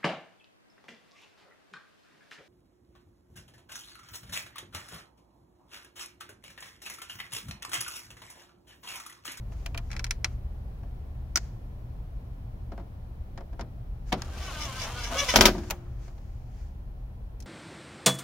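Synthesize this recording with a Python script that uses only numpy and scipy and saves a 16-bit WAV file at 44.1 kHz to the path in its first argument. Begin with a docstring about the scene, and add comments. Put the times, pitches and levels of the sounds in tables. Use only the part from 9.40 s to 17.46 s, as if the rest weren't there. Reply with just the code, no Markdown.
"""Licence plate frame screwed to a van door

A plastic licence plate frame clicks against a van's rear door outdoors, over low traffic rumble and engine drone.
A cordless impact driver clacks, seats on a screw and runs: motor harmonics sag over gear noise and thread rasp.
The screw scrapes and squeals, the hammer gives a light blow and three hard ones, the door rings, the bit slips off.
Contacts are decaying noise bands and struck modes; friction is noise through resonances; the door is decaying sines."""
import sys
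import numpy as np
from scipy import signal
from scipy.io import wavfile

SR = 44100
rng = np.random.default_rng(int(sys.argv[2]) if len(sys.argv) > 2 else 0)


def materialize(psi):
    """Save the field psi as 16-bit PCM at rate SR to the path in sys.argv[1].

    A 1-D psi becomes a single channel; in a 2-D psi each row is a channel.
    """
    bounded = np.clip(np.atleast_2d(psi).T, -1, 1)
    quanta = np.round(bounded * 32767).astype(np.int16)
    wavfile.write(sys.argv[1], SR, quanta)


N = 355446
TIME = np.arange(N) / SR
# neighbouring noise bands, 0.4 octave each
EDGES = 22 * 2 ** (np.arange(25) * .4)
CENTRES = np.sqrt(EDGES[:-1] * EDGES[1:])
BANK = [signal.butter(2, pair, "band", fs=SR, output="sos") for pair in zip(EDGES, EDGES[1:])]

# stereo image of the near sounds: pitch_hz, left_right_likeness (-1 to 1)
NEAR_IMAGE = [(200, 0.99), (600, 0.91), (1100, 0.76), (3000, 0.23), (6000, .08), (12000, -0.2)]
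# the bit drops into the screw head: start_s, level_db (relative), tilt_db_per_octave, t60_s (at 2 kHz)
SEAT_HITS = [(4.7215, -33, -4, 0.019), (4.7255, -23, 0.5, 0.064), (4.744, -40, -4.5, 0.09)]
# hammer blows: start_s, level_db (relative)
HAMMER_BLOWS = [(5.9387, -23.5), (5.959, -10), (6.0091, -10), (6.055, -9)]
# the thread binds in the plastic: peak_s, build_s, release_s (Gaussian spreads), level_db
THREAD_BINDS = [(5.055, 0.026, 0.033, -45.5), (5.232, 0.032, 0.03, -38), (5.442, 0.048, 0.018, -38.5),
                (5.659, 0.056, 0.026, -39), (5.803, 0.019, 0.015, -30.5), (5.908, .02, 0.019, -30)]

# trigger pulled, thread bites, head meets the frame, trigger let go, rotor at rest (s)
START_S, BITE_S, TIGHT_S, RELEASE_S, REST_S = 4.76, 4.958, 5.715, 6.095, 6.75


def from_db(db):
    """Decibels to gain."""
    return 10 ** (np.asarray(db) / 20)


def rms_one(x):
    """Scale to unit rms."""
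    return x / np.sqrt(np.mean(x ** 2) + 1e-20)


def in_time(rows):
    """The columns of a curve at every sample."""
    s, *columns = np.transpose(rows)
    return [np.interp(TIME, s, column) for column in columns]


def during(start, end):
    """One between two moments, with 20 ms ramps inside the ends."""
    return np.clip(np.minimum(TIME - start, end - TIME) / .02, 0, 1)


def step(s, length):
    """A smooth rise from 0 to 1, centred on a moment."""
    return (1 + np.tanh(2 * (TIME - s) / length)) / 2


def stages(first, changes):
    """A value that glides to a new one at each change of (centre_s, length_s, value)."""
    out = first
    for s, length, value in changes:
        out = out + (value - out) * step(s, length)
    return out


def grip(s, build, release):
    """A bell that builds up to a moment and lets go, each at its own rate, as friction does."""
    spread = np.where(TIME < s, build, release)
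    return np.exp(-np.minimum(((TIME - s) / spread) ** 2, 100) / 2)


def swells(rows):
    """Bell-shaped rises and falls of gain."""
    return sum(from_db(db) * grip(s, spread, spread) for s, spread, db in rows)


def at_hz(points, hz):
    """Read a spectrum on a log-frequency axis."""
    f, value = np.transpose(points)
    return np.interp(np.log(hz), np.log(f), value)


def band_gains(spectrum):
    """Amplitude of each band, falling steeply outside the spectrum; total power 1."""
    octaves_outside = np.abs(np.log2(CENTRES / np.clip(CENTRES, spectrum[0][0], spectrum[-1][0])))
    density = from_db(at_hz(spectrum, CENTRES) - 20 * octaves_outside)
    gains = density * np.sqrt(CENTRES)   # bands widen with pitch
    return gains / np.linalg.norm(gains)


def drift(rate):
    """Smooth random wandering of rms 1, with this many turning points per second at most."""
    knots = rng.standard_normal(8192)
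    return rms_one(np.interp(TIME * rate, np.arange(len(knots)), knots))


def stereo(pair, likeness, hz):
    """Mix two unrelated noises into a left and right that are alike by a set amount."""
    alike = np.clip(at_hz(likeness, hz), -.99, .99)
    middle = np.sqrt((1 + alike) / 2) * pair[0]
    side = np.sqrt((1 - alike) / 2) * pair[1]
    return middle + side * [[1], [-1]]


def resonance(x, hz, width):
    """A two-pole band-pass with gain of about 1 on top."""
    r = np.exp(-np.pi * width / SR)
    numerator = np.array([1, 0, -1]) * (1 - r * r) / 2
    denominator = [1, -2 * r * np.cos(2 * np.pi * hz / SR), r * r]
    return signal.lfilter(numerator, denominator, x + 1e-18)


def noise(spectrum, likeness):
    """Coloured stereo noise of rms 1, built band by band."""
    white, out = rng.standard_normal((2, 2, N)), 0
    for k, gain in enumerate(band_gains(spectrum)):
        if gain > 1e-4:
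            band = rms_one(signal.sosfilt(BANK[k], white[k % 2]))
            out = out + gain * stereo(band, likeness, CENTRES[k])
    return rms_one(out)


def struck(hz, width, angle, t):
    """One mode dying away after each contact, a little out of phase between left and right."""
    scatter, phase = rng.standard_normal((len(angle), 2)).T[:, :, None, None]
    force = from_db(1.2 * scatter)   # no two contacts strike a mode equally hard
    swing = force * 2 * np.pi * width / SR * np.exp(-np.pi * width * t)
    return swing * np.cos(2 * np.pi * (hz * t + phase) + angle[:, :, None] * [[.5], [-.5]])


def contacts(rows, colour, modes, level_db, mode_db, share, low_ring, tail_db, tail_t60):
    """Each contact rings the main modes and a crowd of short ones, lows longest, then a faint scatter from the yard."""
    t = np.arange(SR // 3) / SR
    s, db, tilt, t60 = np.transpose(rows)[:, :, None]
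    # the same body rings much alike at every contact
    share = np.clip(share, 0, 1)
    common = rng.standard_normal((2, 2, len(t)))
    own = rng.standard_normal((len(rows), 2, 2, len(t)))
    crowd = np.sqrt(share) * common + np.sqrt(1 - share) * own
    hits, gains = 0, band_gains(colour)
    for k, (hz, gain) in enumerate(zip(CENTRES, gains)):
        if hz < colour[0][0] / 2:
            continue
        age = t * (hz / 2000) ** low_ring
        ring = from_db(-60 * age / np.maximum(t60, .004))
        tail = from_db(tail_db - 60 * age / tail_t60)
        band = signal.sosfilt(BANK[k], crowd[:, k % 2] * (ring + tail)[:, None])
        band /= np.sqrt(np.sum(band ** 2, axis=-1, keepdims=True) / (SR / 100))   # rms 1 if squeezed into 10 ms
        strength = gain * from_db(db + level_db + tilt * np.log2(hz / 2000))
        hits = hits + strength[:, None] * np.array([stereo(pair, NEAR_IMAGE, hz) for pair in band])
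    # each main mode stands its own dB above the crowd around it
    crowd_height = gains * SR / np.sqrt(200 * np.diff(EDGES))
    for hz, width, above_db in modes:
        mode_level_db = db + level_db + mode_db + above_db + tilt * np.log2(hz / 2000)
        strength = np.interp(hz, CENTRES, crowd_height) * from_db(mode_level_db)
        angle = np.arccos(np.clip(at_hz(NEAR_IMAGE, hz), -1, 1)) * rng.choice([-1, 1], s.shape)
        hits = hits + strength[:, None] * struck(hz, width, angle, t)
    out = np.zeros((2, N + len(t)))
    for start, hit in zip((s[:, 0] * SR).astype(int), hits):
        out[:, start:start + len(t)] += hit
    return out[:, :N]


def rubbed(modes, grain):
    """Grainy friction rings a set of modes; rms 1."""
    slips = grain * rng.standard_normal((2, N))
    return rms_one(sum(from_db(db) * resonance(stereo(slips, NEAR_IMAGE, hz), hz, width)
                       for hz, width, db in modes))


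def street():
    """Distant traffic as coloured noise; idling engines drone as noise through narrow resonances."""
    # traffic spectrum: pitch_hz, level_db (relative)
    traffic_colour = [(12, -33), (20, -1), (55, -3.5), (74, -6), (127, -12.5), (146, -22), (182, -17),
                      (262, -26), (301, -27), (485, -31), (624, -28.5), (1260, -41), (7950, -61),
                      (14700, -58), (16000, -59)]
    # traffic loudness: time_s, level_db
    traffic_level = [(0.0, -39), (8.06, -42)]
    # engine drones: pitch_hz, width_hz (of each of two passes), level_db (before the early rise)
    engine_hums = [(45.6, 14.1, -44), (70.8, 12, -46.5), (117.57, 9.4, -49)]
    # stereo image of the distance: pitch_hz, left_right_likeness (-1 to 1)
    far_image = [(60, 0.98), (180, 0.9), (550, 0.25), (1650, -0.36), (4970, -0.048), (15000, 0.11)]
    db, = in_time(traffic_level)
    hum_db = 4.5 * (1 - step(1.5, 2.9))   # the drone starts louder and eases off
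    hum = 0
    for hz, width, level in engine_hums:
        white = rng.standard_normal(N + SR)   # the first second lets the resonances settle
        narrow = resonance(resonance(white, hz, width), hz, width)[SR:]
        hum = hum + from_db(level) * rms_one(narrow)
    return from_db(db) * noise(traffic_colour, far_image) + from_db(hum_db) * hum


def plate_taps():
    """Fingers tap the plate against the door, ringing the plate's modes."""
    # taps: start_s, level_db (relative), tilt_db_per_octave, t60_s (at 2 kHz)
    tap_hits = [(0.1205, -61.5, -8, .04), (0.261, -40.5, 1, 0.043), (0.346, -42.5, -4.5, .05),
                (0.376, -39.5, 1.5, 0.054)]
    # tap spectrum: pitch_hz, level_db (relative)
    tap_colour = [(250, -6), (600, -10), (1000, -3), (1600, -2.5), (2000, -5), (2500, -2), (3000, -4),
                  (3600, -11), (5000, -7), (6200, -11.5), (7500, -13), (10000, -20.5), (15000, -20),
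                  (16000, -36)]
    # plate modes: pitch_hz, width_hz, level_db (relative to the crowd)
    plate_modes = [(683, 15, 17), (990, 50, 0), (2410, 57, 12.5), (2700, 74, 9), (2980, 82, 3),
                   (4230, 130, 0), (5350, 110, 0), (6400, 72, 4)]
    return contacts(tap_hits, tap_colour, plate_modes, level_db=2.0, mode_db=0.0,
                    share=0.4, low_ring=0.36, tail_db=-26.0, tail_t60=0.19)


def rustles_and_scrapes():
    """Cloth rustles, and faint scrapes come before the bit seats and before it slips: swells of coloured noise."""
    # rustles and faint scrapes: peak_s, spread_s (Gaussian), level_db
    rustle_swells = [(.13, 0.0072, -62), (.22, 0.078, -64), (.54, 0.089, -65), (.92, .03, -66),
                     (2.05, 0.031, -64), (4.695, 0.019, -56.5), (6.17, .05, -54), (6.245, 0.017, -60),
                     (6.284, 0.014, -54.5), (6.65, 0.032, -63.5), (6.8, 0.33, -71), (7.21, 0.061, -67.5)]
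    # their spectrum: pitch_hz, level_db (relative)
    rustle_colour = [(1000, -2), (2000, -1.5), (4000, -9.5), (6000, -1), (8000, -13), (15000, -21)]
    return swells(rustle_swells) * noise(rustle_colour, NEAR_IMAGE)


def clicks_and_ticks():
    """The screw clicks in the frame, and two faint bright ticks come at the end; the firmer, the shorter."""
    # clicks and ticks: start_s, level_db (relative), tilt_db_per_octave
    click_hits = [(0.504, -53, -5), (0.515, -44, -0.5), (0.53, -45, -2), (0.541, -55, -9),
                  (0.551, -54.5, -11), (0.565, -42.5, -2), (0.579, -66, -12), (0.594, -38.5, -2.5),
                  (0.643, -36.5, 1.5), (0.666, -47.5, -3), (0.7086, -32.5, 2.5), (0.845, -28, -0.5),
                  (8.003, -64, 8.5), (8.024, -65.5, 6.5)]
    # click spectrum: pitch_hz, level_db (relative)
    click_colour = [(290, -18), (500, -16), (900, -10.5), (1400, -7.5), (2100, -3), (2850, -9.5),
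                    (3750, -8), (4530, -9.5), (5550, -1.5), (7310, -14.5), (8580, -15), (13300, -26),
                    (14900, -27), (16000, -36)]
    # frame modes: pitch_hz, width_hz, level_db (relative to the crowd)
    frame_modes = [(834, 70, 1.5), (1360, 86, 6), (1650, 100, 5), (2010, 150, 4), (2280, 82, 6),
                   (2600, 50, 5.5), (3160, 160, -2.5), (4080, 46, 5.5), (5090, 80, 5), (5470, 110, 4.5),
                   (5620, 110, 9.5), (6350, 80, 5)]
    # a firm click is damped by the hand, a light one rattles on
    light_db, firm_db = -42, -37
    light_t60_s, firm_t60_s = 0.06, 0.037
    rows = [(s, db, tilt, np.interp(db, [light_db, firm_db], [light_t60_s, firm_t60_s]))
            for s, db, tilt in click_hits]
    return contacts(rows, click_colour, frame_modes, level_db=1.0, mode_db=1.0,
                    share=0.5, low_ring=0.42, tail_db=-25.5, tail_t60=0.23)


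def knocks_and_rattles():
    """Light knocks of the bit, the bright click of trigger or chuck, and rattles after release."""
    # knocks, click and rattles: start_s, level_db (relative), tilt_db_per_octave, t60_s (at 2 kHz)
    knock_hits = [(1.433, -56, -2.5, 0.03), (3.3195, -45.5, -3, 0.083), (3.378, -48, -3.5, 0.11),
                  (3.398, -52.5, -3, 0.1), (3.976, -41.5, 0, 0.064), (4.007, -49.5, -2.5, 0.058),
                  (4.13, -52.5, -2.5, 0.075), (4.194, -39, -2, 0.12), (4.21, -39, 3, 0.049),
                  (4.8195, -35.5, 7, 0.028), (6.15, -44, -6, 0.13), (6.181, -41, 2.5, 0.088),
                  (6.234, -45.5, 0, 0.11), (6.68, -53, 2, 0.07), (6.78, -58, 1.5, 0.07)]
    # knock spectrum: pitch_hz, level_db (relative)
    knock_colour = [(150, -0.5), (260, 2.5), (450, -8), (680, -1), (1000, -9), (1400, -5.5), (2200, -15),
                    (3200, -17.5), (4300, -19.5), (5800, -15), (8000, -37), (15000, -50)]
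    # modes that ring at each: pitch_hz, width_hz, level_db (relative to the crowd)
    knock_modes = [(367, 20, 4), (550, 14, 8), (688, 20, 10), (930, 32, 9), (1593, 39, 4), (2110, 140, 1)]
    return contacts(knock_hits, knock_colour, knock_modes, level_db=0.0, mode_db=0.5,
                    share=0.4, low_ring=0.45, tail_db=-30, tail_t60=0.19)


def driver_clacks():
    """The driver clacks as it is picked up, ringing its housing."""
    # clacks: start_s, level_db (relative), tilt_db_per_octave, t60_s (at 2 kHz)
    clack_hits = [(1.958, -25, 0.44, 0.051), (1.9725, -29.5, -0.1, 0.033)]
    # clack spectrum: pitch_hz, level_db (relative)
    clack_colour = [(180, -40), (300, -4.5), (511, -27), (678, -6.5), (842, -14.5), (1410, 1.5), (1690, -6),
                    (2170, -4.5), (2360, -3.5), (3290, -13.5), (5800, 4), (9390, -23.5), (15200, -17),
                    (16000, -38)]
    # housing modes: pitch_hz, width_hz, level_db (relative to the crowd)
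    housing_modes = [(674, 41, 7), (980, 46, 1.5), (1406, 110, 5), (2170, 75, 5.5), (4840, 160, 5),
                     (5900, 200, 7.5), (6000, 71, 4.5)]
    return contacts(clack_hits, clack_colour, housing_modes, level_db=2.0, mode_db=1.0,
                    share=0.4, low_ring=0.23, tail_db=-38.5, tail_t60=0.65)


def bit_seating():
    """The bit drops into the screw head with a clunk, ringing the screw."""
    # seating spectrum: pitch_hz, level_db (relative)
    seat_colour = [(150, 0), (230, -1.5), (480, -4.5), (700, -2), (880, -7.5), (1400, -9.5), (1900, -13),
                   (2300, -9.5), (3200, -10.5), (4200, -12), (5400, -17), (8000, -27), (14500, -33)]
    # screw modes: pitch_hz, width_hz, level_db (relative to the crowd)
    screw_modes = [(352, 24, 2), (620, 30, 2), (730, 30, 12), (990, 62, 1), (1167, 37, 7.5), (1530, 36, 6),
                   (1770, 40, 4), (2070, 40, 3), (2200, 110, 6), (2640, 38, 7), (3180, 210, 6),
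                   (5500, 92, 0)]
    return contacts(SEAT_HITS, seat_colour, screw_modes, level_db=-1.5, mode_db=-1.0,
                    share=0.23, low_ring=0.31, tail_db=-28.5, tail_t60=0.54)


def door(rows, level_db):
    """Blows set the steel panel ringing; their energies add up in each mode."""
    # sheet steel modes: pitch_hz, level_db (relative to the blow), t60_s
    panel_modes = [(38.45, -15, .35), (60.6, -27, 0.4), (188.4, -27, 0.73), (218, -20.5, 0.32),
                   (260.3, -26, .35), (299.4, -30.5, 0.79), (354, -31.5, 1.15), (375.3, -25, 0.45),
                   (389, -20.5, 0.18), (538, -28.5, .25), (638, -28.5, 0.42), (747, -27.5, 0.17)]
    out = 0
    for hz, db, t60 in panel_modes:
        kicks = np.zeros(N)
        kicks[[int(row[0] * SR) for row in rows]] = from_db(np.array(rows)[:, 1] + level_db + db) ** 2
        energy = signal.lfilter([1], [1, -from_db(-120 / (t60 * SR))], kicks + 1e-18)
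        swing = signal.lfilter([.01], [1, -.99], np.sqrt(energy))   # softens the onset
        wander = 0.7 * drift(22)   # radians
        out = out + swing * np.sin(2 * np.pi * (hz * TIME + rng.random()) + wander)
    return out


def motor_speed():
    """The motor runs up, sags unevenly under load and coasts down once the trigger is let go."""
    # motor speed before the run-down: time_s, speed_turns_per_s
    speed_curve = [(4.76, 300), (4.86, 400), (5.03, 384), (5.09, 376), (5.135, 310), (5.235, 299),
                   (5.295, 265), (5.325, 256), (5.4, 262), (5.432, 242), (5.465, 214), (5.51, 241),
                   (5.595, 243), (5.655, 230), (5.7, 244), (5.87, 254), (6.095, 256)]
    speed, = in_time(speed_curve)
    coast_s = 0.19   # time constant
    return speed * np.exp(-np.maximum(TIME - RELEASE_S, 0) / coast_s)


def drive_levels():
    """Level of motor and gears, and of the thread, rising with the load and dying away with the rotor."""
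    bite_rise_s, load_change_s = 0.1, .025   # the thread takes hold gradually, later changes are abrupt
    gear_db = stages(-45, [(BITE_S, bite_rise_s, -39.5), (TIGHT_S, load_change_s, -35.5),
                           (HAMMER_BLOWS[0][0], load_change_s, -26), (RELEASE_S, load_change_s, -46)])
    thread_db = stages(-57, [(BITE_S, bite_rise_s, -45.5), (TIGHT_S, load_change_s, -37),
                             (RELEASE_S, load_change_s, -69)])
    fade_db = 27 * np.maximum(TIME - RELEASE_S, 0)   # dB per s of coasting
    binding = sum(grip(s, build, release) for s, build, release, _ in THREAD_BINDS)
    bind_dip_db = 1.5   # the rasp sinks a little at each bind
    return gear_db - fade_db, thread_db - bind_dip_db * binding - fade_db


def motor_whine():
    """Harmonics of the motor speed, each flaring, roughened by the gear teeth and wandering in phase."""
    # strength of a harmonic by its pitch: pitch_hz, level_db (relative)
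    whine_colour = [(230, -11.5), (480, -10.5), (690, -5.5), (820, -11), (950, -4), (1050, -2),
                    (1230, -1.5), (1420, -4), (1560, -5), (1800, -13), (2080, -9), (2450, -11.5),
                    (3050, -10), (3400, -14.5), (6000, -23.5)]
    # the harmonics stand out as the motor takes up the load, then sink: time_s, level_db (relative)
    whine_level = [(4.85, -16), (5.02, -7), (5.1, -3), (5.27, -4), (5.36, -6), (5.66, -5), (5.9, -8)]
    flutter_db, grit_db, phase_wander = 4, 2.5, 0.28   # dB, dB, radians
    speed = motor_speed()
    phase = 2 * np.pi * np.cumsum(speed * (1 + .008 * drift(120))) / SR
    whine = 0
    for k in range(1, 15):
        harmonic_db = at_hz(whine_colour, k * speed + 1) + flutter_db * drift(34) + grit_db * drift(220)
        whine = whine + from_db(harmonic_db) * np.sin(k * phase + phase_wander * drift(110))
    level_db, = in_time(whine_level)
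    fade_db = 91.5 * np.maximum(TIME - RELEASE_S, 0)   # the unpowered motor soon falls silent
    return whine * from_db(level_db - 3.0 - fade_db)


def driver():
    """Motor harmonics over gear noise; the turning thread rasps in the plastic."""
    # gear noise spectrum: pitch_hz, level_db (relative)
    gear_colour = [(88, -35), (150, 3.5), (302, 1), (425, -4.5), (665, 5.5), (821, -3.5), (1220, 1.5),
                   (1930, -9), (3500, -17), (4550, -35), (7700, -120)]
    # thread rasp spectrum: pitch_hz, level_db (relative)
    thread_colour = [(1060, -41), (1800, -15), (2260, -9), (2480, -6.5), (3410, -5.5), (4290, -12.5),
                     (5850, -5.5), (7910, -15.5), (14300, -21), (16000, -35.5)]
    # the thread runs slack just before the head meets the frame: centre_s, spread_s (Gaussian), depth_db
    slack_dip = (5.703, 0.027, 5.2)
    gear_db, friction_db = drive_levels()
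    gears = from_db(gear_db) * (motor_whine() + from_db(-7) * noise(gear_colour, NEAR_IMAGE))
    # the thread grips in fine grains and slower surges
    grain = from_db(2.2 * drift(600) + 1.0 * drift(50))
    s, spread, depth_db = slack_dip
    rasp_db = friction_db - depth_db * grip(s, spread, spread)
    rasp = from_db(rasp_db) * grain * noise(thread_colour, NEAR_IMAGE)
    return during(START_S, REST_S) * (gears + rasp)


def thread_scrapes():
    """At each bind the thread stutters, rings the frame and sweeps upward; the plastic groans as it lets go."""
    # frame modes at a bind: pitch_hz, width_hz, level_db (relative)
    bind_modes = [(2160, 82, -10), (2310, 100, -1), (2780, 140, -4), (3000, 58, 0.5), (3464, 140, -1),
                  (3925, 130, -7), (5017, 300, -8), (6000, 230, -4.5)]
    # groans: peak_s, spread_s (Gaussian), level_db
    groan_swells = [(5.11, 0.012, -46), (5.265, 0.013, -45), (5.472, 0.033, -39.5), (5.732, .019, -35)]
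    # groaning plastic: pitch_hz, width_hz, level_db (relative)
    groan_modes = [(678, 22, 5.5), (860, 96, -4), (1025, 84, -3), (1400, 150, -10)]
    sweep_hz, width_hz, rise_hz_per_s, sweep_db = 5570, 980, 13000, -2.5
    stutter = rms_one(from_db(1.5 * drift(100) + 2 * drift(700)))
    ringing = rubbed(bind_modes, stutter)
    lowpass = signal.butter(2, width_hz / 2, fs=SR, output="sos")
    hiss = []
    for _ in range(2):
        white = stereo(rng.standard_normal((2, N)), NEAR_IMAGE, sweep_hz)
        hiss.append(stutter * rms_one(signal.sosfilt(lowpass, white)))
    out = 0
    for s, build, release, db in THREAD_BINDS:
        # slow noise on a rising carrier: a noise band that climbs through the bind
        phase = 2 * np.pi * (TIME - s) * (sweep_hz + rise_hz_per_s * (TIME - s) / 2)
        sweep = hiss[0] * np.cos(phase) + hiss[1] * np.sin(phase)
        out = out + from_db(db) * grip(s, build, release) * (ringing + from_db(sweep_db) * sweep)
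    return out + swells(groan_swells) * rubbed(groan_modes, stutter)


def squeal(curve):
    """The tightening screw sticks and slips unevenly; the pitch, level and tilt of its harmonics bend along a curve."""
    # harmonics of the squeal: multiple, level_db (relative)
    squeal_harmonics = [(1, -4), (2, 0.5), (3, -2.5), (4, 4.5), (5, -0.5), (6, 2), (7, -5), (9, -8),
                        (10, 1.5), (11, 1), (12, -10.5)]
    pitch, db, tilt, jitter = in_time(curve)
    phase = 2 * np.pi * np.cumsum(pitch * (1 + jitter * drift(500))) / SR
    on = during(curve[0][0], curve[-1][0])
    live, tone = on > 0, np.zeros(N)
    for k, level in squeal_harmonics:
        flutter_db = 3 * drift(220)[live]
        gain = from_db(level + tilt[live] * np.log2(k) + flutter_db)
        tone[live] += gain * np.sin(round(k) * phase[live] + rng.uniform(0, 2 * np.pi))
    return on * from_db(db) * tone


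def screw_squeals():
    """The screw squeals twice in the plastic."""
    # one curve a squeal: time_s, pitch_hz, level_db (relative), tilt_db_per_octave, pitch_jitter (share)
    squeal_curves = [
        [(5.738, 530, -50, -7, 0.022), (5.762, 542.3, -28.5, -10.5, 0.015), (5.783, 564.6, -36.5, -0.5, .01),
         (5.803, 562.7, -43.5, 4.5, 0.0062), (5.819, 570.3, -28, -6, 0.013), (5.838, 563, -32.5, -5.5, 0.019),
         (5.864, 540, -52, -8, .03)],
        [(5.87, 479, -52, -8, .02), (5.89, 500, -37, 0.5, 0.02), (5.91, 493, -42, 0, .03),
         (5.932, 467, -37, 2, 0.033)],
    ]
    return sum(squeal(curve) for curve in squeal_curves)


def hammering():
    """Each blow and the hammer's fall back on the anvil as contacts; the harder, the brighter."""
    rebound_s, rebound_db, t60_s = .028, -14.5, 0.088
    hardest_tilt_db, brighter_per_db = 1.81, 0.3167   # dB per octave; tilt gained per dB of force
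    hits = list(HAMMER_BLOWS) + [(s + rebound_s, db + rebound_db) for s, db in HAMMER_BLOWS]
    hardest = max(db for _, db in HAMMER_BLOWS)
    return [(s, db, hardest_tilt_db + brighter_per_db * (db - hardest), t60_s) for s, db in hits]


def hammer_blows():
    """The hammer strikes the anvil and rings its modes."""
    # blow spectrum: pitch_hz, level_db (relative)
    blow_colour = [(59, -33), (100, -4), (143, -15.5), (202, -1), (295, -3.5), (381, -4.5), (470, -7.5),
                   (600, -4.5), (800, -7.5), (1360, -8.5), (2300, -7.5), (3120, -11), (4400, -11),
                   (5750, -8.5), (8110, -26.5), (14100, -19), (16000, -32)]
    # anvil modes: pitch_hz, width_hz, level_db (relative to the crowd)
    anvil_modes = [(367.4, 40, 6.5), (553.6, 43, 7.5), (650, 39, 9.5), (760, 33, 8), (960, 59, 8.5),
                   (1254, 26, 6.5), (1456, 24, 6.5), (1587, 26.4, 4), (2313, 92, 6), (3156, 45, 10.5),
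                   (3450, 130, 2.5), (4910, 90, -1), (5660, 97, 8.5), (6240, 170, 4.5)]
    return contacts(hammering(), blow_colour, anvil_modes, level_db=-2.0, mode_db=-1.0,
                    share=0.24, low_ring=0.11, tail_db=-29.0, tail_t60=0.47)


def bit_slips():
    """The bit slips out of the screw head and rings."""
    # slips: start_s, level_db (relative), tilt_db_per_octave, t60_s (at 2 kHz)
    slip_hits = [(6.301, -35, -0.5, 0.092), (6.3075, -28.5, 1.5, 0.054)]
    # slip spectrum: pitch_hz, level_db (relative)
    slip_colour = [(150, -6), (260, -4.5), (420, -8.5), (600, -3), (900, -0.5), (1200, -6), (1530, -9),
                   (2670, -8.5), (4880, -15), (6740, -9), (7990, -23), (14600, -14), (16000, -32)]
    # bit modes: pitch_hz, width_hz, level_db (relative to the crowd)
    bit_modes = [(546, 18, 6), (880, 88, 2), (990, 45, 6.5), (1414, 62, 5.5), (2620, 240, 3),
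                 (6800, 330, 3), (14300, 250, 7)]
    return contacts(slip_hits, slip_colour, bit_modes, level_db=0.6, mode_db=-1.5,
                    share=0.085, low_ring=0.49, tail_db=-31.0, tail_t60=0.6)


def lean_left(x):
    """Pan bass and treble slightly to the left, each by its own amount."""
    split_hz, bass_db, treble_db = 1800, 0.75, 0.7   # dB up on the left and down on the right
    bass = signal.sosfilt(signal.butter(1, split_hz, fs=SR, output="sos"), x + 1e-18)
    sides = np.array([[1], [-1]])
    return bass * from_db(bass_db * sides) + (x - bass) * from_db(treble_db * sides)


def scene():
    """The work on the door, slightly to the left, over the street."""
    handling = plate_taps() + rustles_and_scrapes() + clicks_and_ticks() + knocks_and_rattles() + driver_clacks()
    driving = bit_seating() + driver() + thread_scrapes() + screw_squeals() + hammer_blows() + bit_slips()
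    panel = door(SEAT_HITS, level_db=0.5) + door(hammering(), level_db=3.5)
    return lean_left(handling + driving + panel) + street() * from_db([[.4], [-.4]])


def record(dry):
    """The microphone ports dull the upper treble, the loudest peaks are clipped and the top is cut."""
    # dip in the treble: pitch_hz, width_hz, depth (0 to 1)
    port_dip = (7600, 1200, 0.37)
    hz, width, depth = port_dip
    dulled = dry - np.clip(depth, 0, 1) * resonance(dry, hz, width)
    heard = np.clip(dulled, -1, 1)
    cutoff_hz = 15800
    return signal.sosfilt(signal.ellip(10, .1, 70, cutoff_hz, fs=SR, output="sos"), heard)


dry = scene()
out = record(dry)
materialize(out)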